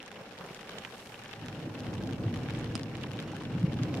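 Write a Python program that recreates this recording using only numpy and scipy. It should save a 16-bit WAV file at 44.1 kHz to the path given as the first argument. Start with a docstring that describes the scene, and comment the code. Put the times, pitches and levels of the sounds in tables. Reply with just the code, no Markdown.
"""Raindrops knock dully and tick sharply on a window, heard from inside a small room.
Each drop strikes the pane or frame, which rings for a moment, and the room echoes it faintly.
Lighter drops patter all around, over the steady rush of far rain and a faint high hiss.
Distant thunder rolls in and swells twice, with a few deep thumps."""
import sys
import numpy as np
from scipy import signal
from scipy.fft import rfft, irfft
from scipy.io import wavfile
from scipy.ndimage import uniform_filter1d

SR = 44100
rng = np.random.default_rng(int(sys.argv[2]) if len(sys.argv) > 2 else 0)


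def log_audio(samples):
    """Write samples as a 16-bit WAV file to the path given in sys.argv[1]."""
    # one column per channel
    frames = np.atleast_2d(samples).T
    # limit to full scale, then quantise
    limited = np.clip(frames, -1, 1)
    pcm = np.round(limited * 32767).astype(np.int16)
    wavfile.write(sys.argv[1], SR, pcm)


N = 176400  # 4 seconds

# How a drop sounds: ring width, impact strength, ring fade time, echo level, time to reach the frame.
DULL = dict(octaves=.25, strike=1.3, decay_s=.0032, room_db=-6, travel_s=.0026)
SHARP = dict(octaves=.42, strike=1.0, decay_s=.0007, room_db=-9, travel_s=.0003)
ROOM_DECAY_S, LIGHT_STRIKE = .0058, .7

# Heavy drops. Each row: time in seconds, relative level in dB, ring pitch in Hz, ring boost in dB,
# pan in dB (how much louder the left side is than the right).
KNOCK_HITS = [(.003, -8, 2900, 15, 0), (.4095, -7, 1290, 11, -4), (.63, -10.5, 1240, 4, -1),
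              (.693, -4.5, 1280, 4, 4), (.7834, -5.5, 3200, 9, -6), (.822, -13, 2700, 15, -2),
              (.837, -12, 2800, 20, 4), (.8492, 0, 2290, 6.5, -1.5), (1.025, -16, 2400, 5, -2),
              (1.1431, -7.5, 2730, 16, 0.5), (1.2229, -19, 2100, 12, 1), (1.2593, -8, 2000, -4, 2),
              (1.331, -7, 3200, 1, -4), (1.3357, -5, 3360, 6, 2.5), (1.484, -6, 2680, 5, -7.5),
              (1.528, -11, 2600, -1, 8), (1.7522, -8, 2670, 11, 4), (1.8675, -8, 2600, -5, -3),
              (2.34, -7, 2580, 7, 4), (2.359, -8.5, 1200, 10, -2), (2.486, -6, 1520, 10, 1),
              (2.498, -6.5, 2240, 7, -7), (2.549, -8, 1500, -0.5, -2), (2.5828, -12, 2200, 4, 4),
              (2.796, -7.5, 2900, 0, 5.5), (2.953, -4.5, 2600, -2, -2.5), (3.0153, -17, 2600, 2, 3),
              (3.037, -2, 2880, 4, -3.5), (3.041, -4.5, 950, 25, 4), (3.109, -25, 1500, -2, 2),
              (3.1905, -4.5, 3500, 8, 6), (3.332, -6, 820, 27, -1.5), (3.366, -9.5, 1300, 6, 2.5),
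              (3.41, -8.5, 1080, 13.5, -0.5), (3.4533, -7, 3000, 3.5, 3), (3.789, -8.5, 1190, 14, 9),
              (3.8335, -6.5, 1400, 1, -3), (3.9422, -6, 3000, -2, -4)]
# A knock's colour (its mix of low and high). Each row: frequency in Hz, relative level in dB.
KNOCK_COLOUR = [(100, -22), (400, 2.5), (900, 0), (1600, 3), (2100, 4), (2800, 3.5), (3800, -1.5),
                (4600, -6.5), (7000, -17.5), (11000, -25), (16000, -44)]

def knocks():
    """Heavy drops knock dully on the pane and frame."""
    return amp(-12.5) * near_drops(KNOCK_HITS, KNOCK_COLOUR, DULL)


# Sharp drops. Each row: time in seconds, relative level in dB, ring pitch in Hz, ring boost in dB,
# pan in dB.
TICK_HITS = [(.0288, -0.5, 3500, -2, -2), (.0622, -6, 6000, 11, 6.5), (.1474, -10, 6000, -3, 1),
             (.32, -12.5, 6030, 11, 3), (.5468, 0, 6400, 7, 3), (.6953, -2.5, 5500, -4, -4),
             (.7863, 1.5, 6000, 6, 5.5), (.8208, -14, 5500, 11, 3), (.852, -14, 6500, 8, 8),
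             (1.2509, -9, 7000, 0, 10), (1.2813, -12, 7000, 15, 5), (1.3302, -9, 6000, 2.5, 14),
             (1.4607, -4.5, 7040, 6, -0.5), (1.484, -4.5, 5540, 3, 12), (1.8048, -2, 5200, 3, 1.5),
             (1.9376, -5, 5400, 12.5, 1.5), (2.037, -7, 5500, 4, 9), (2.074, -4, 5500, 2, 6.5),
             (2.1327, -1, 5950, 0, 2), (2.2182, -12, 6000, -3, -4), (2.36, -4.5, 6000, 3, 10),
             (2.507, 0.5, 6950, -3, 7), (2.589, -6, 8600, 11.5, -1), (2.6115, -15.5, 7000, 12, -6),
             (2.7664, -4, 8500, -4, 10), (2.7944, -5, 6750, 10, 6), (2.8123, -6, 5000, 3.5, 2),
             (2.833, 2.5, 4440, 8, 2), (2.9692, -6, 9000, 3, 0.5), (3.0153, -5, 6000, 1, -3),
             (3.1165, 0, 5500, 5, 4.5), (3.134, -3, 5500, 2, 9), (3.2017, 2.5, 12000, -3, 3),
             (3.366, -5.5, 10000, 11, 2.5), (3.4359, -4.5, 5500, -1, 4), (3.7328, -2, 6000, 0, -1.5),
             (3.834, 3, 5500, 9, 5.5), (3.9422, -6.5, 5500, 11, 7)]
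# A tick's colour. Each row: frequency in Hz, relative level in dB.
TICK_COLOUR = [(200, -19), (1000, 4.5), (3000, 11), (5300, 3.5), (7200, 0.5), (7900, -5), (8600, -2.5),
               (11000, -8.5), (16000, -21)]

def ticks():
    """Drops tick on the glass with a high, very short ring."""
    return amp(-22) * near_drops(TICK_HITS, TICK_COLOUR, SHARP)


def near_drops(rows, colour, kind):
    """Plays the drops that stand out, each at its own place on the pane."""
    out = np.zeros((2, N))
    for s, db, ring_hz, ring_db, pan_db in rows:
        sound = drop(colour, ring_hz, ring_db, side=pan_db / 8, **kind)
        add(out, s - kind["travel_s"], panned(db, pan_db) * sound)
    return out


def drop(colour, ring_hz, ring_db, octaves, strike, decay_s, room_db, travel_s, side, size=4096):
    """One drop: an impact that the glass spreads into a falling chirp, a short ring and a room echo."""
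    t, signed_hz = np.arange(size) / SR, np.fft.fftfreq(size, 1 / SR)
    hz, noise = abs(signed_hz), rng.standard_normal((4, size))
    ring = noise[:2] * np.exp(-t / decay_s)
    room = noise[2:] * np.exp(-t / ROOM_DECAY_S) * (1 - np.exp(-t / .0033))
    tail = np.fft.fft(unit(ring) + amp(room_db) * unit(room)) / np.sqrt(size)
    same = likeness(hz)
    tail[1] = same * tail[0] + np.sqrt(1 - same ** 2) * tail[1]
    # The nearer side hears the impact first (side 1 is left, -1 is right).
    lag_s = .00008 * (2 + np.clip(side, -1, 1) * np.array([[-1], [1]]))
    impact = strike * np.exp(-2j * np.pi * signed_hz * lag_s)
    # Bending waves in glass carry high notes fastest; 3000 Hz arrives after travel_s.
    bend = np.exp(-2j * np.pi * 2 * travel_s * np.sign(signed_hz) * np.sqrt(3000 * hz))
    octaves_away = np.log2((hz + 1) / ring_hz)
    gain = amp(read(colour, hz) + ring_db / (1 + (octaves_away / octaves) ** 2))
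    glass = np.exp(np.conj(signal.hilbert(np.log(gain))))  # rings only after the hit
    return unit(np.fft.ifft((impact + tail) * glass * bend).real) / np.sqrt(size)


# The tones of one fat drop. Each row: pitch in Hz, level in dB, fade time in seconds, pan in dB.
FAT_DROP_TONES = [(260, -25, 0.0065, 4), (1270, -28.5, 0.0012, 7), (2740, -25.5, 0.00043, -11.5),
                  (5070, -24, 0.00083, -5), (7000, -32, .0005, -12), (8940, -28, 0.00035, -12)]

def fat_drop(start_s=2.7539, top_hz=10400, room_db=-8, size=4096):
    """A close drop: bright tones on the right that die at once, a low bump and a faint room echo."""
    t, ring, out = np.arange(size) / SR, np.zeros((2, size)), np.zeros((2, N))
    for k, (hz, db, decay_s, pan_db) in enumerate(FAT_DROP_TONES):
        ring += (-1) ** k * panned(db, pan_db) * np.exp(-t / decay_s) * np.sin(2 * np.pi * hz * t)
    ring = signal.sosfilt(signal.butter(4, top_hz, fs=SR, output="sos"), ring)
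    room = unit(rng.standard_normal((2, size)) * t * np.exp(-2 * t / ROOM_DECAY_S)) / np.sqrt(size)
    echo = signal.fftconvolve(ring, room, axes=1)[:, :size]
    add(out, start_s, ring + amp(room_db) * echo)
    return out


# The colour of lighter drops. Each row: frequency in Hz, relative level in dB.
PATTER_COLOUR = [(100, -6), (400, -9), (800, -7), (1150, -1.5), (1700, -1.5), (2100, -4.5), (2800, -3.5),
                 (3800, -7), (4600, -10), (7000, -19.5), (11000, -27.5), (16000, -52)]

def patter():
    """Lighter drops tap all over the pane and frame."""
    spots = [drop(PATTER_COLOUR, hz, ring_db=10.5, octaves=DULL["octaves"], strike=LIGHT_STRIKE,
                  decay_s=.0066, room_db=-1.5, travel_s=DULL["travel_s"] * rng.random(),
                  side=rng.uniform(-.79, 1))
             for hz in np.geomspace(550, 3600, 32)]
    return amp(-51) * shower(spots, per_s=280, spread_db=4.5)


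def spray():
    """Tiny droplets prickle on the glass like very soft ticks."""
    soft = dict(SHARP, strike=LIGHT_STRIKE)
    spots = [drop(TICK_COLOUR, hz, ring_db=-.5, side=rng.uniform(-1.15, 1), **soft)
             for hz in np.geomspace(3000, 9000, 20)]
    return amp(-60) * shower(spots, per_s=75, spread_db=7.5)


def shower(spots, per_s, spread_db):
    """Drops of random size land on random spots; the rain's strength scales the base rate per_s."""
    drops_so_far = np.cumsum(amp(rain_db())) * per_s / SR
    total, out = drops_so_far[-1], np.zeros((2, N))
    chances = rng.random((4000, 4))[:int(total)]
    for k, (delay, weight, spot, side) in enumerate(chances):
        s = np.searchsorted(drops_so_far, (k + 6 * delay) % total) / SR
        db = spread_db * min(-np.log(weight), 2.2)  # many quiet drops, few loud ones
        add(out, s, panned(db, 22 * (side - .5)) * spots[int(spot * len(spots))])
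    return unit(out)


# How hard it rains. Each row: time in seconds, relative strength in dB.
RAIN_STRENGTH = [(0, -1.5), (.1, -2.5), (.2, .5), (.32, -2.5), (.43, 1), (.62, -1.5), (.76, 2.5), (.89, -2),
                 (1.15, -1.5), (1.45, -0.5), (1.9, .5), (2.2, -1), (2.52, 3.5), (2.7, 1.5), (2.9, -1.5),
                 (3.08, -1), (3.22, 2), (3.45, -0.5), (3.75, -0.5), (4, 3.5)]

def rain_db():
    """The rain grows and eases from moment to moment."""
    return curve(RAIN_STRENGTH)


# Flurries of rain. Each row: time of the peak in seconds, half width in seconds, level in dB.
RAIN_FLURRIES = [(0.206, 0.03, -48.5), (0.414, 0.0067, -41), (0.447, 0.0092, -43.5), (0.509, 0.0065, -45),
                 (0.752, 0.032, -46.5), (0.941, 0.011, -45)]
# The drumming's colour. Each row: frequency in Hz, relative level in dB.
DRUM_COLOUR = [(50, -39), (120, -10), (185, 9), (260, -11), (480, 4), (800, -5), (1500, -7), (4000, -37)]

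def drumming():
    """Flurries of rain set the window drumming dully for a moment."""
    t = np.arange(N) / SR
    level = sum(amp(db) * np.exp(-.5 * ((t - s) / width) ** 2) for s, width, db in RAIN_FLURRIES)
    return level * wide_noise(DRUM_COLOUR)


# The thunder's colour. Each row: frequency in Hz, relative level in dB.
THUNDER_COLOUR = [(12, -38), (35, -24), (52, -12.5), (74, -17), (86, -11.5), (104, 2), (140, -0.5),
                  (215, -6), (255, -3.5), (285, -7.5), (305, -3), (328, -7), (365, -15), (480, -14.5),
                  (700, -23), (1100, -29.5), (2500, -60)]
# How the roll swells. Each row: time in seconds, level in dB before the boosts below.
ROLL_LEVEL = [(0, -70), (1.15, -58), (1.36, -52.5), (1.42, -41.5), (1.6, -43), (1.67, -40.5), (1.74, -44.5),
              (1.86, -39), (1.9, -38), (2.12, -35.5), (2.18, -38.5), (2.28, -33.5), (2.4, -36.5),
              (2.72, -36), (2.88, -39.5), (3.16, -39.5), (3.42, -41), (3.56, -32.5), (3.72, -33),
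              (3.82, -33.5), (4, -35)]
# How its tone shifts. Each row: time in seconds, upper part's boost in dB, deep part's boost in dB.
ROLL_BOOSTS = [(1.4, -5.5, 3), (1.68, 7.5, -8), (1.9, 2, 7), (2.1, 1.5, 5), (2.32, 1.5, 4), (2.6, -1, 8),
               (2.85, 1, -2), (3.2, 2, 0), (3.6, -3, -3), (3.8, -1, 2), (4, 6, -2)]
# Single thumps. Each row: time of the middle in seconds, level in dB, pitch in Hz.
THUNDER_THUMPS = [(1.679, -29, 267), (1.896, -30.5, 204), (2.021, -38, 284), (2.115, -31, 307),
                  (2.267, -25, 122), (2.571, -27.5, 286), (3.555, -24, 144), (3.6445, -15.5, 162),
                  (3.822, -22.5, 133)]

def thunder(upper_hz=280, deep_hz=66, thump_cycles=.79):
    """Countless far shocks merge into a roll; a few arrive as single deep thumps."""
    t, boosts = np.arange(N) / SR, np.array(ROLL_BOOSTS)
    roll = wide_noise(THUNDER_COLOUR)
    roll /= np.sqrt(uniform_filter1d((roll ** 2).mean(0), size=3000))  # evens out chance swells
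    upper = signal.sosfiltfilt(signal.butter(2, upper_hz, "high", fs=SR, output="sos"), roll)
    deep = signal.sosfiltfilt(signal.butter(2, deep_hz, fs=SR, output="sos"), roll, padtype="even")
    upper_change = upper * (amp(curve(boosts[:, [0, 1]])) - 1)
    deep_change = deep * (amp(curve(boosts[:, [0, 2]])) - 1)
    out = amp(curve(ROLL_LEVEL)) * (roll + upper_change + deep_change)
    for s, db, hz in THUNDER_THUMPS:
        cycles = (t - s) * hz
        out -= amp(db) * np.exp(-.5 * (cycles / thump_cycles) ** 2) * np.sin(2 * np.pi * cycles)
    return out


# The far rain's colour. Each row: frequency in Hz, relative level in dB.
FAR_RAIN_COLOUR = [(20, -21), (60, -5.5), (110, -0.5), (190, 5), (300, 0), (500, 4), (690, -4), (780, 2.5),
                   (1050, -12.5), (1700, -12.5), (2800, -17), (4000, -20.5), (4650, -35), (5400, -14),
                   (6000, -26), (7400, -26), (7850, -43), (8200, -29), (10000, -35.5), (12700, -31.5),
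                   (13400, -33), (14000, -41), (15500, -45)]

def far_rain():
    """Far rain on roofs and ground merges into a rush that sways with the rain's strength."""
    return amp(-49.5 + .7 * rain_db()) * wide_noise(FAR_RAIN_COLOUR)


# How the hiss swells. Each row: time in seconds, level in dB.
HISS_SWELL = [(0, -85), (.3, -73), (.53, -63.5), (.65, -68), (.8, -65.5), (1.0, -60), (1.13, -60.5),
              (1.25, -70), (1.6, -70), (4, -100)]
# The hiss's colour. Each row: frequency in Hz, relative level in dB.
HISS_COLOUR = [(1000, -36), (4000, 6), (6500, 5), (9000, 2.5), (12000, 1), (13500, -4), (15500, -8)]

def hiss():
    """A faint high hiss swells and fades, a little to the left."""
    return panned(curve(HISS_SWELL), pan_db=3) * wide_noise(HISS_COLOUR)


# How alike left and right sound. Each row: frequency in Hz, likeness from 0 (unrelated) to 1 (same).
EAR_LIKENESS = [(30, 1), (130, 0.99), (260, 0.96), (500, 0.91), (1000, 0.75), (2000, 0.5), (4000, 0),
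                (16000, 0)]

def likeness(hz):
    """Low notes are alike on both sides; high notes are not."""
    return read(EAR_LIKENESS, hz)


def wide_noise(colour):
    """Stereo noise of a given colour, centred in the bass and wide in the treble."""
    hz = np.fft.rfftfreq(N, 1 / SR)
    mid, side = rfft(rng.standard_normal((2, N)))
    mid, side = mid * np.sqrt(1 + likeness(hz)), side * np.sqrt(1 - likeness(hz))
    return unit(irfft(np.array([mid + side, mid - side]) * amp(read(colour, hz)), N))


def amp(db):
    """Turns decibels into a gain."""
    return 10 ** (np.asarray(db) / 20)


def panned(db, pan_db):
    """Left and right gains, with the left louder by pan_db."""
    return amp(db + pan_db * np.array([[.5], [-.5]]))


def unit(x):
    """Scales a sound to an average (rms) level of 1."""
    return x / np.sqrt(np.mean(x ** 2) + 1e-20)


def read(points, hz):
    """Reads between a table's rows on a log-frequency scale."""
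    row_hz, value = np.transpose(points)
    return np.interp(np.log(hz + 1), np.log(row_hz + 1), value)


def curve(points):
    """Reads a time table at every sample."""
    return np.interp(np.arange(N) / SR, *np.transpose(points))


def add(mix, s, sound):
    """Adds a stereo sound at s seconds."""
    part = mix[:, max(round(s * SR), 0):][:, :sound.shape[1]]
    part += sound[:, :part.shape[1]]


def scene():
    """Thunder and far rain behind the drops on the window."""
    outside = thunder() + far_rain()
    return outside + knocks() + ticks() + fat_drop() + patter() + spray() + drumming() + hiss()


def record(dry):
    """Cuts the highest treble, above 15800 Hz."""
    low_pass = signal.firwin(511, 15800, window=("kaiser", 9), fs=SR)
    return signal.oaconvolve(dry, low_pass[None], "same")


dry = scene()
out = record(dry)
log_audio(out)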